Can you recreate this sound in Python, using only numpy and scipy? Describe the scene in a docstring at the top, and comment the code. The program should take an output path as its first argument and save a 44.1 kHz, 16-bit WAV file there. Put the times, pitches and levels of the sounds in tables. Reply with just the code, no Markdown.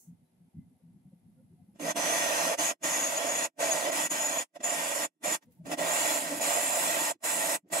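"""A bright hiss dies away; hands shift on a table top, which thuds softly over a faint room hiss.
From 1.8 s a steel file rasps to and fro over a dowel in a small wooden vise, close to a stereo microphone.
Its teeth tear fibres and shake vise, table and blade; the blade squeals in bursts. Pauses fade to silence.
Near 5.5 s the file lifts and the dowel is changed, with faint scratches and a thud.
Filing goes on to the end, with one low groan at 6.3 s."""
import sys
import numpy as np
from scipy import signal
from scipy.fft import rfft, irfft, next_fast_len
from scipy.io import wavfile
from scipy.ndimage import uniform_filter1d, map_coordinates

SR = 44100
rng = np.random.default_rng(int(sys.argv[2]) if len(sys.argv) > 2 else 0)


def digitize_waveform(pressure):
    """Quantize a signal to 16-bit integers and store it at the path in sys.argv[1].

    Rows of a 2-D input are taken as channels; values are limited to [-1, 1].
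    """
    field = np.atleast_2d(pressure).T
    bounded = np.clip(field, -1, 1)
    quanta = np.round(bounded * 32767).astype(np.int16)
    wavfile.write(sys.argv[1], SR, quanta)


N = 343980
TIME_S = np.arange(N) / SR


def amp(db):
    return 10 ** (np.asarray(db) / 20)


def unit(x):
    return x / np.sqrt(np.mean(np.abs(x) ** 2) + 1e-20)


def along(points, hz):
    """Interpolate (frequency [Hz], value) points on a log axis."""
    knots_hz, values = np.transpose(points)
    return np.interp(np.log(hz + 1), np.log(knots_hz + 1), values)


def rounded(x, size):
    return uniform_filter1d(uniform_filter1d(x, size), size)


def curves(tables):
    """Each column per sample, then a gate open inside the tables' time spans."""
    times_s, *columns = np.concatenate(tables).T
    inside = sum((TIME_S >= rows[0][0]) & (TIME_S <= rows[-1][0]) for rows in tables) > 0
    tracks = [np.interp(TIME_S, times_s, column) for column in columns]
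    return [rounded(track, 130) for track in tracks + [inside * 1.0]]


def wobble(rate_hz):
    """Smooth random curve, rate_hz knots a second."""
    knots = rng.standard_normal(int(N * rate_hz / SR) + 4)
    return map_coordinates(knots, [TIME_S * rate_hz])


def filtered(x, response):
    """Apply a complex frequency response."""
    size = next_fast_len(N + 2 ** 14)
    return irfft(rfft(x, size) * response(np.fft.rfftfreq(size, 1 / SR)), size)[..., :N]


def noise_pair():
    return rng.standard_normal((2, N))


def coloured(x, colour):
    """Shape x by (frequency [Hz], gain [dB]) points; unit rms."""
    return unit(filtered(x, lambda f: amp(along(colour, f))))


def body(modes, bed=((20, -60), (20000, -60))):
    """Gain of frequency: resonances summed in power over a smooth bed."""
    def gain(f):
        peaks = sum(amp(2 * db) * (f * width) ** 2 / ((hz * hz - f * f) ** 2 + (f * width) ** 2)
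                    for hz, width, db in modes)
        return np.sqrt(peaks + amp(2 * along(bed, f)))
    return gain


# Hiss decay: (time [s], level [dB])
HISS_DECAY = [(0, -58), (.05, -64), (.1, -75), (.16, -100)]
# Hiss spectrum: (frequency [Hz], gain [dB])
HISS_COLOUR = [(2350, -66), (4000, -36), (4210, -15), (4780, -24), (6090, -1), (14300, -6), (15800, -6)]


def opening_hiss():
    """A bright hiss dies away."""
    level_db, gate = curves([HISS_DECAY])
    return amp(level_db) * gate * coloured(noise_pair(), HISS_COLOUR)


# Audible room, one list per span: (time [s], relative buzz level [dB])
ROOM_SPANS = [
    [(0.0, -88), (1.1, -85.5), (1.754, -86), (1.76, -99)],
    [(5.41, -100), (5.534, -88), (5.626, -92), (5.65, -83)],
]
# Room hiss spectrum: (frequency [Hz], gain [dB])
ROOM_COLOUR = [(180, -27), (300, -5.5), (410, -11), (740, -10), (930, -12.5), (1020, -19), (1230, -21.5),
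               (2320, -22.5), (5900, -28.5), (9000, -25.5), (12400, -28), (12900, -50), (15000, -70)]
# Electrical buzz band: (frequency [Hz], width [Hz], gain [dB])
BUZZ_BAND = [(10800, 1500, 0)]
# Room tones: (frequency [Hz], relative level [dB])
ROOM_TONES = [(371.4, -88), (495.3, -92), (716.0, -96.5), (920.5, -99), (2055, -102)]


def room(mains_hz=60):
    """Hiss, faint tones and a thin high buzz that pulses with the mains."""
    buzz_db, gate = curves(ROOM_SPANS)
    hiss = coloured(noise_pair(), ROOM_COLOUR)
    mains_rad = 2 * np.pi * mains_hz * TIME_S
    pulses = amp(3.1 * np.cos(mains_rad) + 2.2 * np.cos(2 * mains_rad) + 1.5 * wobble(25))
    buzz = unit(filtered(noise_pair() * pulses, lambda f: body(BUZZ_BAND)(f) ** 1.4 * (f < 12700)))
    hum = sum(amp(db + 2 + 1.8 * wobble(8)) * np.sin(2 * np.pi * hz * TIME_S + 0.6 * wobble(6))
              for hz, db in ROOM_TONES)
    return gate * (amp(-78.5) * hiss + amp(buzz_db + 2.5) * buzz + hum)


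# Drag before filing: (time [s], relative level [dB])
OPENING_DRAG = [(0.0, -79), (0.084, -54), (0.356, -77), (0.416, -63), (0.484, -62), (0.514, -86),
                (0.54, -67), (0.58, -50), (0.762, -63), (0.798, -79), (0.836, -58.5), (0.986, -63),
                (1.026, -65), (1.06, -61), (1.154, -61), (1.194, -65), (1.264, -57.5), (1.67, -61),
                (1.69, -59.5), (1.78, -57)]
# Drag at the dowel change: (time [s], relative level [dB])
REGRIP_DRAG = [(5.44, -69), (5.474, -58), (5.572, -59), (5.63, -62), (5.66, -55)]
# Table top under a hand: (frequency [Hz], width [Hz], gain [dB])
PALM_MODES = [(60, 40, -23), (106, 69, 0.5), (171, 39, 2.5), (240.5, 42, 1.5), (367, 30, -25)]


def skin_drag():
    """Skin drags over the table top and stirs its low modes."""
    level_db, gate = curves([OPENING_DRAG, REGRIP_DRAG])
    friction = noise_pair() * amp(3.4 * wobble(22.03))
    mid, side = unit(filtered(friction, lambda f: body(PALM_MODES)(f) ** 2.34 / (1 + (f / 420) ** 6)))
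    return amp(level_db - 0.5) * gate * (0.95 * mid + 0.26 * side * [[1], [-1]])


# Hand pushes: (time [s], relative level [dB], pitch [Hz], swell time [s])
THUDS = [(0.08, -36, 169, 0.012), (0.411, -47, 170, 0.014), (0.546, -38.5, 187, 0.0038),
         (0.568, -36, 179, 0.003), (0.589, -35, 179, 0.0023), (0.71, -48, 254, 0.0079),
         (0.837, -43, 170.3, 0.017), (0.869, -47, 168, 0.012), (0.959, -43, 182, 0.0061),
         (1.056, -39.5, 166, 0.006), (1.075, -40.5, 176, 0.0053), (1.1, -52, 176, 0.004),
         (1.132, -37.5, 182, 0.0031), (1.155, -47, 175, 0.0054), (1.286, -49, 206, 0.012),
         (1.448, -57, 177, 0.013), (1.533, -40, 169, 0.004), (1.685, -41, 195, 0.0056),
         (1.738, -47, 192, 0.0084), (5.596, -35, 169, 0.0093), (7.636, -51, 189, .007)]


def thuds(knock_ratio=1.6, knock_db=-11.5, knock_decay_s=0.016):
    """Soft pushes swell in a low table mode and a higher, shorter one."""
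    out, t = np.zeros(N + SR), np.arange(SR // 4) / SR
    for time_s, db, hz, swell_s in THUDS:
        age = t / (2 * max(swell_s, 0.002))
        envelope = amp(db - 9) * (age * np.exp(1 - age)) ** 2
        knock = amp(knock_db) * np.exp(-t / knock_decay_s) * np.sin(2 * np.pi * knock_ratio * hz * t)
        low_mode = np.sin(2 * np.pi * hz * t + rng.uniform(0, 2 * np.pi))
        out[round((time_s - swell_s) * SR):][:len(t)] += envelope * (knock + low_mode)
    return out[:N]


# Wooden blips, one low groan: (time [s], relative level [dB], pitch [Hz], half length [s])
BLIPS = [(.27, -88, 3980, .03), (.54, -80, 750, .02), (.61, -84, 2050, .09), (0.762, -79, 735, .03),
         (.81, -70, 507, 0.015), (.97, -69.5, 365, 0.027), (1.13, -67, 528, .02),
         (1.249, -79.5, 750, 0.033), (1.06, -80, 740, .04), (1.39, -85, 1420, .03), (1.4, -66, 511, 0.045),
         (1.53, -67, 371, 0.036), (1.6, -69, 722, 0.03), (1.7, -77, 810, .03), (5.494, -66, 500, .04),
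         (5.49, -80, 930, .03), (5.58, -79, 880, 0.038), (5.614, -62.5, 623, .015),
         (6.329, -36, 289, 0.043), (7.664, -60, 400, 0.008)]


def blips():
    """Small wooden parts ring briefly at an unsteady pitch."""
    out = np.zeros(N + SR)
    for time_s, db, hz, half_s in BLIPS:
        t = TIME_S[:int(half_s * 2 * SR)]
        drift_rad = 0.045 * uniform_filter1d(np.cumsum(rng.standard_normal(SR // 4)), size=300)
        ring = np.sin(2 * np.pi * hz * t + drift_rad[:len(t)])
        out[round((time_s - half_s) * SR):][:len(t)] += amp(db) * np.hanning(len(t)) * ring
    return out[:N]


# File strokes, one list each, first to last contact: (time [s], relative cutting level [dB],
# blade hiss offset [dB], vise growl offset [dB], table shake offset [dB], blade ring offset [dB])
STROKES = [
    [(1.965, -39, -2, 5, 1.5, 0), (2.017, -36, -5.5, 1.5, -10, 1), (2.11, -35, -4, 1, -9, 0.5),
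     (2.18, -35, -4, -4, -10.5, 0), (2.33, -36, -4, 4, -10.5, -2), (2.399, -34.5, -4, 1, -11.5, -1.5),
     (2.467, -36, -2.5, 2.5, -8.5, 0.5), (2.545, -36.5, -6, 5.5, -13, -4)],
    [(2.84, -36.5, -3, -1, -7, 5), (2.908, -37, -2, -5.5, -13.5, 6), (3.0, -37.5, -2, -0.5, -10.5, 5.5),
     (3.11, -40, -1.5, -2, -11.5, 1), (3.2, -39, -4.5, 4.5, -10.5, -2.5), (3.37, -39, -2.5, 0.5, -9.5, 4.5),
     (3.46, -36.5, -3.5, -2, -15, -2.5)],
    [(3.6, -39, -2, 7, -5.5, -4.5), (3.626, -36.5, -2.5, 3.5, -8.5, 1.5), (3.79, -38.5, -2, 2, -11.5, 0.5),
     (3.884, -38.5, -5, 7.5, -9, -6), (3.905, -40.5, -4.5, 5.5, -6.5, -9)],
    [(3.92, -39, -4, 6.5, -6.5, -0.5), (3.954, -37, -0.5, -1.5, -10.5, -4.5),
     (4.002, -35.5, -2, -5, -8.5, -3.5), (4.06, -40.5, 1, -1.5, -6, 6.5), (4.07, -38, -2, -10.5, -8, 4)],
    [(4.111, -38.5, 1, -2, -9, 10.5), (4.133, -37.5, -2.5, -3.5, -9, 1.5),
     (4.247, -40, -1, -0.5, -12.5, 6.5), (4.409, -40, -1.5, 1.5, -10, 1), (4.43, -45, 0, -5.5, -18, 4.5)],
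    [(4.64, -41, -0.5, 3.5, -13.5, 10), (4.788, -39, -1.5, -1, -10, -1), (4.962, -40, 0, 1, -10.5, 1.5),
     (5.022, -38.5, -0.5, -0.5, -11, -5), (5.055, -39, -1.5, -0.5, -12.5, 7.5)],
    [(5.784, -40.5, -5, 3.5, -2, -19), (5.814, -38.5, -4.5, 6.5, -2.5, -11),
     (5.93, -35.5, -1.5, -0.5, -10, 3), (6.124, -36.5, 0, -1, -10.5, 4), (6.19, -38.5, -0.5, -1, -7, 6.5)],
    [(6.2, -40.5, 1, 2, -10.5, 1), (6.236, -43, -0.5, 3.5, -5.5, 3.5), (6.262, -43, -1, 0, -3, -2.5),
     (6.332, -42.5, -1, 4, -6, -11), (6.392, -45, 1.5, -4, 2.5, -7.5)],
    [(6.41, -41.5, 0.5, 8.5, -4, -18), (6.434, -36, -2, -2.5, -14, 1), (6.56, -36.5, -0.5, 2, -12, 3),
     (6.68, -38.5, 1, -2, -9.5, 5), (6.76, -39, 1.5, 5, -11, 6.5), (6.85, -36.5, 0.5, -3, -10, 2),
     (6.97, -37.5, 0, 1.5, -9.5, -1), (7.088, -37, 0, -6.5, -14.5, -4.5), (7.115, -40, -1, 2, -12.5, 8)],
    [(7.245, -37.5, 2.5, 2.5, -12.5, -7), (7.283, -37.5, -1, -8.5, -15.5, 5), (7.349, -39, 3, 1, -9.5, 2),
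     (7.507, -38, 1, 0.5, -7.5, 0), (7.56, -37.5, 1, -1.5, -10.5, 5.5)],
    [(1.805, -52, 0.5, 5, 7, 3), (1.867, -41.5, -5, 6.5, 2, -3), (1.915, -36, -6, -1, -7.5, 0)],
    [(2.59, -35.5, -2.5, -1, -6, 5), (2.682, -38, 1, -3.5, -15, 6.5), (2.715, -37, -4, 3.5, -9, 0)],
    [(5.243, -40, -1, -2, -5.5, 2), (5.273, -38.5, -1.5, 6.5, -5.5, 4),
     (5.356, -37.5, -0.5, -4, -11.5, 3.5)],
    [(5.665, -52.5, -3.5, 5.5, 10.5, -10.5), (5.689, -56, -4.5, 5, 10.5, -4), (5.7, -46, -6.5, 7, 7, -5)],
    [(5.715, -42, -3.5, 10.5, -3, -12), (5.728, -39.5, -6, 5, -2, -15), (5.744, -42, -7, 4, -3, -21)],
    [(7.73, -37.5, 1.5, 2.5, -4, -10.5), (7.756, -38.5, -2, 4, -17.5, 5.5), (7.795, -37.5, 1.5, 1.5, -7, 5)],
    [(1.758, -73.5, -8, 6, 12, -4), (1.785, -75.5, -5, -8, 2, -5)],
    [(4.556, -59, -4.5, 3, -6.5, -5.5), (4.566, -54, -9.5, 10, -1, -7)],
    [(4.605, -61, -12, -19, 13.5, -8), (4.61, -52.5, -8, 9, 6, -8)],
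    [(5.424, -71, -7, -14, -2, -7), (5.436, -67.5, -15, -5, 2, -8)],
    [(7.135, -62.5, -8, -7, -6.5, -2), (7.152, -74, -6, -11, 12.5, -7)],
    [(7.668, -90.5, -18, 20, 28, -8), (7.69, -76, 5, -6, 13.5, -7)],
]


def strokes(rise_db_per_s=1344.5, fall_db_per_s=1150, silence_db=-101):
    """Levels of the loudest stroke per sample; before and after each stroke the sound fades to silence."""
    growl_lingers, shake_lingers = 0.051, 0.36  # share of the fade these layers do not follow
    t = np.arange(0, N / SR, 1e-3)
    loudness, levels = [], []
    for rows in STROKES:
        times_s, *columns = np.transpose(rows)
        cut, hiss, growl, shake, ring = [np.interp(t, times_s, column) for column in columns]
        away_db = rise_db_per_s * np.maximum(times_s[0] - t, 0)
        away_db += fall_db_per_s * np.maximum(t - times_s[-1], 0)
        fade = np.minimum(away_db, cut - silence_db)
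        loudness.append(cut - away_db)
        levels.append([cut - fade, hiss, growl + growl_lingers * fade, shake + shake_lingers * fade, ring])
    loudest = np.array(levels)[np.argmax(loudness, axis=0), :, np.arange(len(t))].T
    return [np.interp(TIME_S, t, uniform_filter1d(column, size=13)) for column in loudest]


def tearing(scatter_db, chatter_db, chatter_hz, patchy_db):
    """Dense, uneven fibre snaps; the grip chatters and the colour shifts in patches as the contact moves."""
    snaps = noise_pair() * amp(scatter_db * rng.standard_normal(N))
    hz, _, spectra = signal.stft(snaps, SR, nperseg=1024)
    patches = uniform_filter1d(rng.standard_normal(spectra.shape[1:]), size=3, axis=0)
    patches = unit(uniform_filter1d(patches, size=6, axis=1))
    depth_db = patchy_db * np.clip(hz / 4000, 0, 1)[:, None]  # low modes hold steadier
    _, snaps = signal.istft(spectra * amp(depth_db * patches), nperseg=1024)
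    return snaps[:, :N] * amp(chatter_db * wobble(chatter_hz))


def wandering(x, gain, shift, rate_hz):
    """Resonances drift up and down by the fraction shift as the contact travels."""
    low, high = filtered(x, lambda f: np.array([gain(f * (1 + shift)), gain(f * (1 - shift))])[:, None])
    mix = 0.5 + 0.5 * np.tanh(2.1 * wobble(rate_hz))
    return unit(mix * low + (1 - mix) * high)


# Vise and dowel: (frequency [Hz], width [Hz], gain [dB])
VISE_MODES = [(879, 27, -4.5), (1001, 185, -9.5), (1194, 47, -10.5), (1373, 33, -11.5), (1570, 50, -11),
              (1847, 34, -6), (1933, 56, -5), (2342, 38, -11), (2650, 410, -16.5), (3430, 110, -14.5),
              (4154, 60, -16.5), (4680, 92, -19.5), (5360, 220, -19)]
# Tearing between those modes: (frequency [Hz], gain [dB])
WOOD_BED = [(400, -56), (800, -28.5), (1200, -25), (2500, -16.5), (3150, -19), (3750, -22.5), (4300, -27.5),
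            (5600, -19.5), (7500, -19.5), (9000, -53)]
# Vise rocking on the table: (frequency [Hz], width [Hz], gain [dB])
ROCKING_MODES = [(482, 45, -10.5), (580.4, 48, 0.5), (652, 39, -1), (683.5, 28, 1.5)]
# Blade on the first dowel: (frequency [Hz], width [Hz], gain [dB])
FIRST_BLADE_MODES = [(6060, 70, -6.5), (6300, 90, -9.5), (7180, 130, -1), (8060, 140, -9.5),
                     (8580, 190, -1), (9470, 480, -5), (9950, 140, -6.5), (10670, 280, -3.5),
                     (11450, 150, -5.5), (13300, 160, -12.5), (14200, 500, -18.5), (15600, 300, -20.5)]
# Blade held anew on the second dowel: (frequency [Hz], width [Hz], gain [dB])
SECOND_BLADE_MODES = [(4024, 130, -4.5), (4700, 150, -24), (5120, 170, -24), (5340, 139, -26),
                      (6160, 130, -29), (6885, 85, 7), (7420, 170, 0.5), (7410, 150, 4), (8110, 48, 5.5),
                      (8330, 47, 6), (8800, 80, -1), (9500, 480, -2), (10000, 390, -1), (10740, 340, -4),
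                      (11430, 180, -1.5), (12020, 120, -4.5), (12760, 150, -10.5), (13400, 130, -6),
                      (14300, 500, -14), (15600, 300, -10)]
# Hiss between the blade modes: (frequency [Hz], gain [dB])
STEEL_BED = [(4500, -31), (6000, -15), (7800, -3.5), (9000, -12.5), (11500, -10), (12500, -14.5),
             (15500, -27.5)]
# Table top: (frequency [Hz], width [Hz], gain [dB])
TABLE_MODES = [(106, 22, -12), (171.6, 15.6, 0.5), (260, 53, -3.5), (300.6, 51, 2.5)]


def rasp(start_s=1.73, dowel_change_s=5.55):
    """Teeth tear fibres and shake the vise, the blade and the table under them."""
    cut_db, hiss_db, growl_db, shake_db, _ = strokes()
    grip = amp(cut_db + 0.15 * wobble(30)) * (TIME_S > start_s)
    fibres = tearing(scatter_db=2.5, chatter_db=0.25, chatter_hz=360, patchy_db=3)
    wood = wandering(fibres, body(VISE_MODES, WOOD_BED), shift=0.0062, rate_hz=9)
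    rocking = tearing(scatter_db=2.5, chatter_db=1.2, chatter_hz=210, patchy_db=0.57)
    growl = wandering(rocking, lambda f: body(ROCKING_MODES)(f) ** 1.11, shift=0.013, rate_hz=7.9)
    scrape = tearing(scatter_db=1.5, chatter_db=0.6, chatter_hz=430, patchy_db=2.5)
    first_blade = unit(filtered(scrape, body(FIRST_BLADE_MODES, STEEL_BED)))
    second_blade = unit(filtered(scrape, body(SECOND_BLADE_MODES, STEEL_BED)))
    steel = np.where(TIME_S > dowel_change_s, amp(1.5) * second_blade, first_blade)
    shaking = tearing(scatter_db=2, chatter_db=2, chatter_hz=150, patchy_db=0.5)
    table = unit(filtered(shaking, lambda f: body(TABLE_MODES)(f) ** 1.35 / (1 + (55 / (f + 1)) ** 2)))
    return grip * (amp(4) * wood + amp(growl_db + 0.5) * growl
                   + amp(hiss_db + 3) * steel + amp(shake_db + 0.5) * table)


# Light file contacts: (time [s], relative level [dB], decay time [s])
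TOUCHES = [(1.758, -57, 0.012), (1.796, -28.5, 0.01), (4.603, -34, 0.01), (5.423, -47, 0.0092),
           (5.654, -36.5, 0.012), (5.714, -23, 0.008), (6.395, -20, 0.013), (7.204, -55, 0.009),
           (7.659, -66, 0.005), (7.7, -41, 0.014)]


def touches(rise_s=0.002):
    """The file brushes the wood between strokes: a dying scrape through the rocking vise."""
    push, t = np.zeros(N + SR), np.arange(SR // 10) / SR
    for time_s, db, decay_s in TOUCHES:
        envelope = (1 - np.exp(-t / rise_s)) * np.exp(-t / decay_s)
        push[round(time_s * SR):][:len(t)] += amp(db - 11) * envelope
    return push[:N] * unit(filtered(noise_pair(), body(VISE_MODES + ROCKING_MODES, WOOD_BED)))


# Moving blade resonance: (time [s], centre [Hz], thread share [0-1], broad band spread [0-1])
BLADE_RESONANCE = [(1.8, 6306, 0.1, .1), (2.1, 6163, .1, 0.1), (2.5, 6200, 0.1, 0.3), (2.6, 6500, .1, .6),
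                   (2.7, 6740, 0.1, 0.5), (3.2, 6732, 0.2, 0.5), (3.45, 6830, .3, .4), (3.75, 6780, .2, .5),
                   (3.8, 6930, 0.2, 0.5), (4.07, 6950, 0.2, .6), (4.1, 6835, 0.4, 0.5),
                   (4.45, 6880, 0.5, 0.5), (4.66, 7034, 0.5, .2), (4.85, 7140, 0.3, .3),
                   (5.3, 7155, 0.2, 0.6), (5.8, 6947, .3, 0.7), (6, 7300, 0, .8), (6.5, 7330, .3, 1),
                   (7.1, 7550, 0.02, 0.8), (7.25, 7890, .3, .8), (7.55, 8240, 0.1, .8),
                   (7.8, 7800, .3, 0.8)]


def blade_ring():
    """The blade's free length sings: a broad flickering band with a thin thread in it."""
    centre_hz, purity, spread, _ = curves([BLADE_RESONANCE])
    cut_db, *_, ring_db = strokes()
    purity, spread = np.clip(purity, 0, 1), np.clip(spread, 0, 1)
    contact = np.clip(amp(cut_db + 50.5), 0, 1)  # silent where the cutting level fades away

    def band(width_hz, stray_hz):
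        slow = filtered(rng.standard_normal((2, 2, N)), lambda f: 1 / (1 + (f / width_hz) ** 2))
        phase = 2 * np.pi * np.cumsum(centre_hz + stray_hz * wobble(18)) / SR
        return unit(slow[0] * np.cos(phase) + slow[1] * np.sin(phase))
    thread = unit(band(width_hz=76, stray_hz=50.14) * amp(3.5 * np.tanh(wobble(50))))  # stick-slip
    broad = np.sqrt(1 - spread) * band(width_hz=320, stray_hz=60)
    broad += np.sqrt(spread) * band(width_hz=430, stray_hz=99.1)
    ring = np.sqrt(purity) * thread + np.sqrt(1 - purity) * broad
    return amp(cut_db + ring_db - 2.5) * contact * ring


# Blade squeals: (time [s], level [dB], pitch [Hz], half length [s])
SQUEALS = [(1.91, -34, 6370, .015), (2.023, -37, 6080, .015), (2.058, -32, 6010, 0.014),
           (2.1, -32.5, 6220, .015), (2.133, -34.5, 6110, .02), (2.656, -36, 6800, .012),
           (2.698, -32, 6700, .02), (2.846, -34.5, 6720, .016), (2.946, -34, 6700, 0.014),
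           (2.966, -32, 6820, .015), (3.005, -33.5, 6750, .012), (3.028, -28, 6800, 0.014),
           (3.044, -27, 6670, 0.02), (3.069, -28.5, 6760, .015), (3.092, -34, 6960, .013),
           (3.179, -28, 6760, .02), (3.272, -34.5, 6700, .015), (3.299, -30.5, 6700, .02),
           (3.32, -33.5, 6760, 0.014), (3.358, -29.5, 6740, .018), (3.391, -27.5, 6850, 0.018),
           (3.445, -29, 6800, 0.022), (3.723, -23, 6690, 0.023), (3.918, -35, 6860, 0.012),
           (4.015, -33.5, 7040, .015), (4.055, -30, 6950, 0.024), (4.116, -29, 6780, .025),
           (4.217, -28, 6870, .018), (4.254, -28.5, 6890, .03), (4.292, -31, 6830, .016),
           (4.332, -31, 6860, .014), (4.39, -24.5, 6900, .018), (4.416, -32.5, 6870, .012),
           (4.655, -28, 6840, .025), (4.67, -33, 7150, 0.014), (4.703, -30, 7130, .014),
           (4.733, -33.5, 7150, .025), (4.837, -33, 7200, .015), (4.89, -37, 7260, .02),
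           (4.952, -33, 7130, .02), (5.044, -32.5, 7050, 0.031), (5.258, -33.5, 7170, .015),
           (5.289, -33.5, 7070, .022), (5.325, -27, 7130, 0.016), (5.346, -34, 7130, .015),
           (5.98, -31, 7340, .015), (6.569, -29, 7200, .015)]


def squeals(stray_hz=36):
    """The blade's ring locks into short, unsteady whistles."""
    out = np.zeros((2, N))
    drift_rad = 2 * np.pi * np.cumsum(stray_hz * wobble(150)) / SR
    quadrature_rad = np.array([[0], [np.pi / 2]])
    for time_s, db, hz, half_s in SQUEALS:
        span = np.arange(round((time_s - half_s) * SR), round((time_s + half_s) * SR))
        whistle = np.sin(2 * np.pi * hz * span / SR + drift_rad[span] + quadrature_rad)
        out[:, span] += amp(db) * np.hanning(len(span)) * whistle
    return out


# Scratches with the file lifted: (time [s], level [dB], half length [s])
SCRATCHES = [(5.435, -76, 0.013), (5.46, -78, 0.009), (5.526, -68, 0.017), (5.562, -76, .015),
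             (5.59, -79, .015)]
# Scratch spectrum: (frequency [Hz], gain [dB])
SCRATCH_COLOUR = [(800, -14), (2500, -8), (5000, -9), (9000, -3.5), (13000, 1), (15800, -4)]


def scratches():
    """Faint, dry scuffs with a gritty grain."""
    envelope = sum(amp(db) * np.exp(-((TIME_S - time_s) / half_s) ** 2) for time_s, db, half_s in SCRATCHES)
    grit = noise_pair() * amp(3 * wobble(400))
    return envelope * coloured(grit, SCRATCH_COLOUR)


# Microphone ports: (frequency [Hz], left minus right [dB], left lead apart from delay [rad], likeness [0-1])
MIC_PORTS = [(40, -1.5, 0.3, .65), (110, -1, 0.1, .92), (250, -4, 0.4, 0.99), (430, -0.4, 0.6, .8),
             (700, -7, .9, 0.86), (800, -4.5, 1.24, .75), (1040, -3.5, 1.33, 0.3), (1207, -2, 0.34, .45),
             (1380, -1.5, 1.85, .45), (1560, -6.5, -.3, .5), (1820, 0, 0.1, .8), (2010, 1.5, 0, .75),
             (2270, -5.5, -.5, .2), (2660, -2, 0, .63), (2930, 0, -0.4, .15), (3424, 2, -2.2, .35),
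             (3650, -1.5, 0.4, 0.3), (3950, 1, 0, 0), (4205, -.7, -0.7, .35), (4820, 0, -0.1, .8),
             (5100, -0.5, 0, .45), (5790, 0, 0, .36), (5990, -4, 2.5, .6), (6460, 0, 4, .15),
             (6770, 5.5, 5, 0.6), (6920, -2.5, 5, .45), (7200, -4.5, 6.5, .63), (7690, -2.5, 10, .6),
             (7900, -3, 8, .2), (8100, .8, 7.5, .5), (8220, -7, 6.8, .22), (8600, -4, 8.4, .47),
             (8790, 1, 9.5, .13), (9300, -1.5, 11, .48), (9600, -3, 11.5, .35), (9930, -1.5, 12, .51),
             (10300, -0.5, 11.5, .2), (10680, 0, 9, .38), (11020, -3, 11, .2), (11460, -4, 11, .5),
             (11890, 0.5, 12, .75), (12400, -2, 13, .24), (12830, -2, 14.2, .2), (13350, -1, 9.5, .49),
             (14300, 1, 12, .2), (14640, -0.5, 11, .54), (14900, -0.5, 10, .31), (15850, -2, 16, .05)]


def microphone(pair, left_lag_s=18 / SR):
    """Two unrelated signals reach the left and right ports partly alike, tilted and delayed."""
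    hz, *columns = np.transpose(MIC_PORTS)

    def response(f, sign):
        lean_db, lead_rad, likeness = [rounded(np.interp(f, hz, column), 400) for column in columns]
        mix_rad = np.arccos(np.clip(likeness, 0, 1)) / 2
        phase_rad = lead_rad - 2 * np.pi * f * left_lag_s
        placement = amp(sign * lean_db / 2) * np.exp(0.5j * sign * phase_rad)
        return placement * [np.cos(mix_rad), sign * np.sin(mix_rad)]
    return np.array([filtered(pair, lambda f: response(f, sign)).sum(axis=0) for sign in (1, -1.003)])


def scene():
    """File, hands and room."""
    filing = microphone(rasp() + blade_ring() + squeals() + touches())
    hands = (thuds() + blips()) * amp([[0.6], [-0.6]]) + skin_drag()
    return filing + hands + room() + opening_hiss() + scratches()


def record(dry, top_hz=15800, taper_hz=150):
    """The recorder keeps nothing above its band limit."""
    return filtered(dry, lambda f: np.sin(np.pi / 2 * np.clip((top_hz - f) / taper_hz, 0, 1)) ** 2)


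dry = scene()
out = record(dry)
digitize_waveform(out)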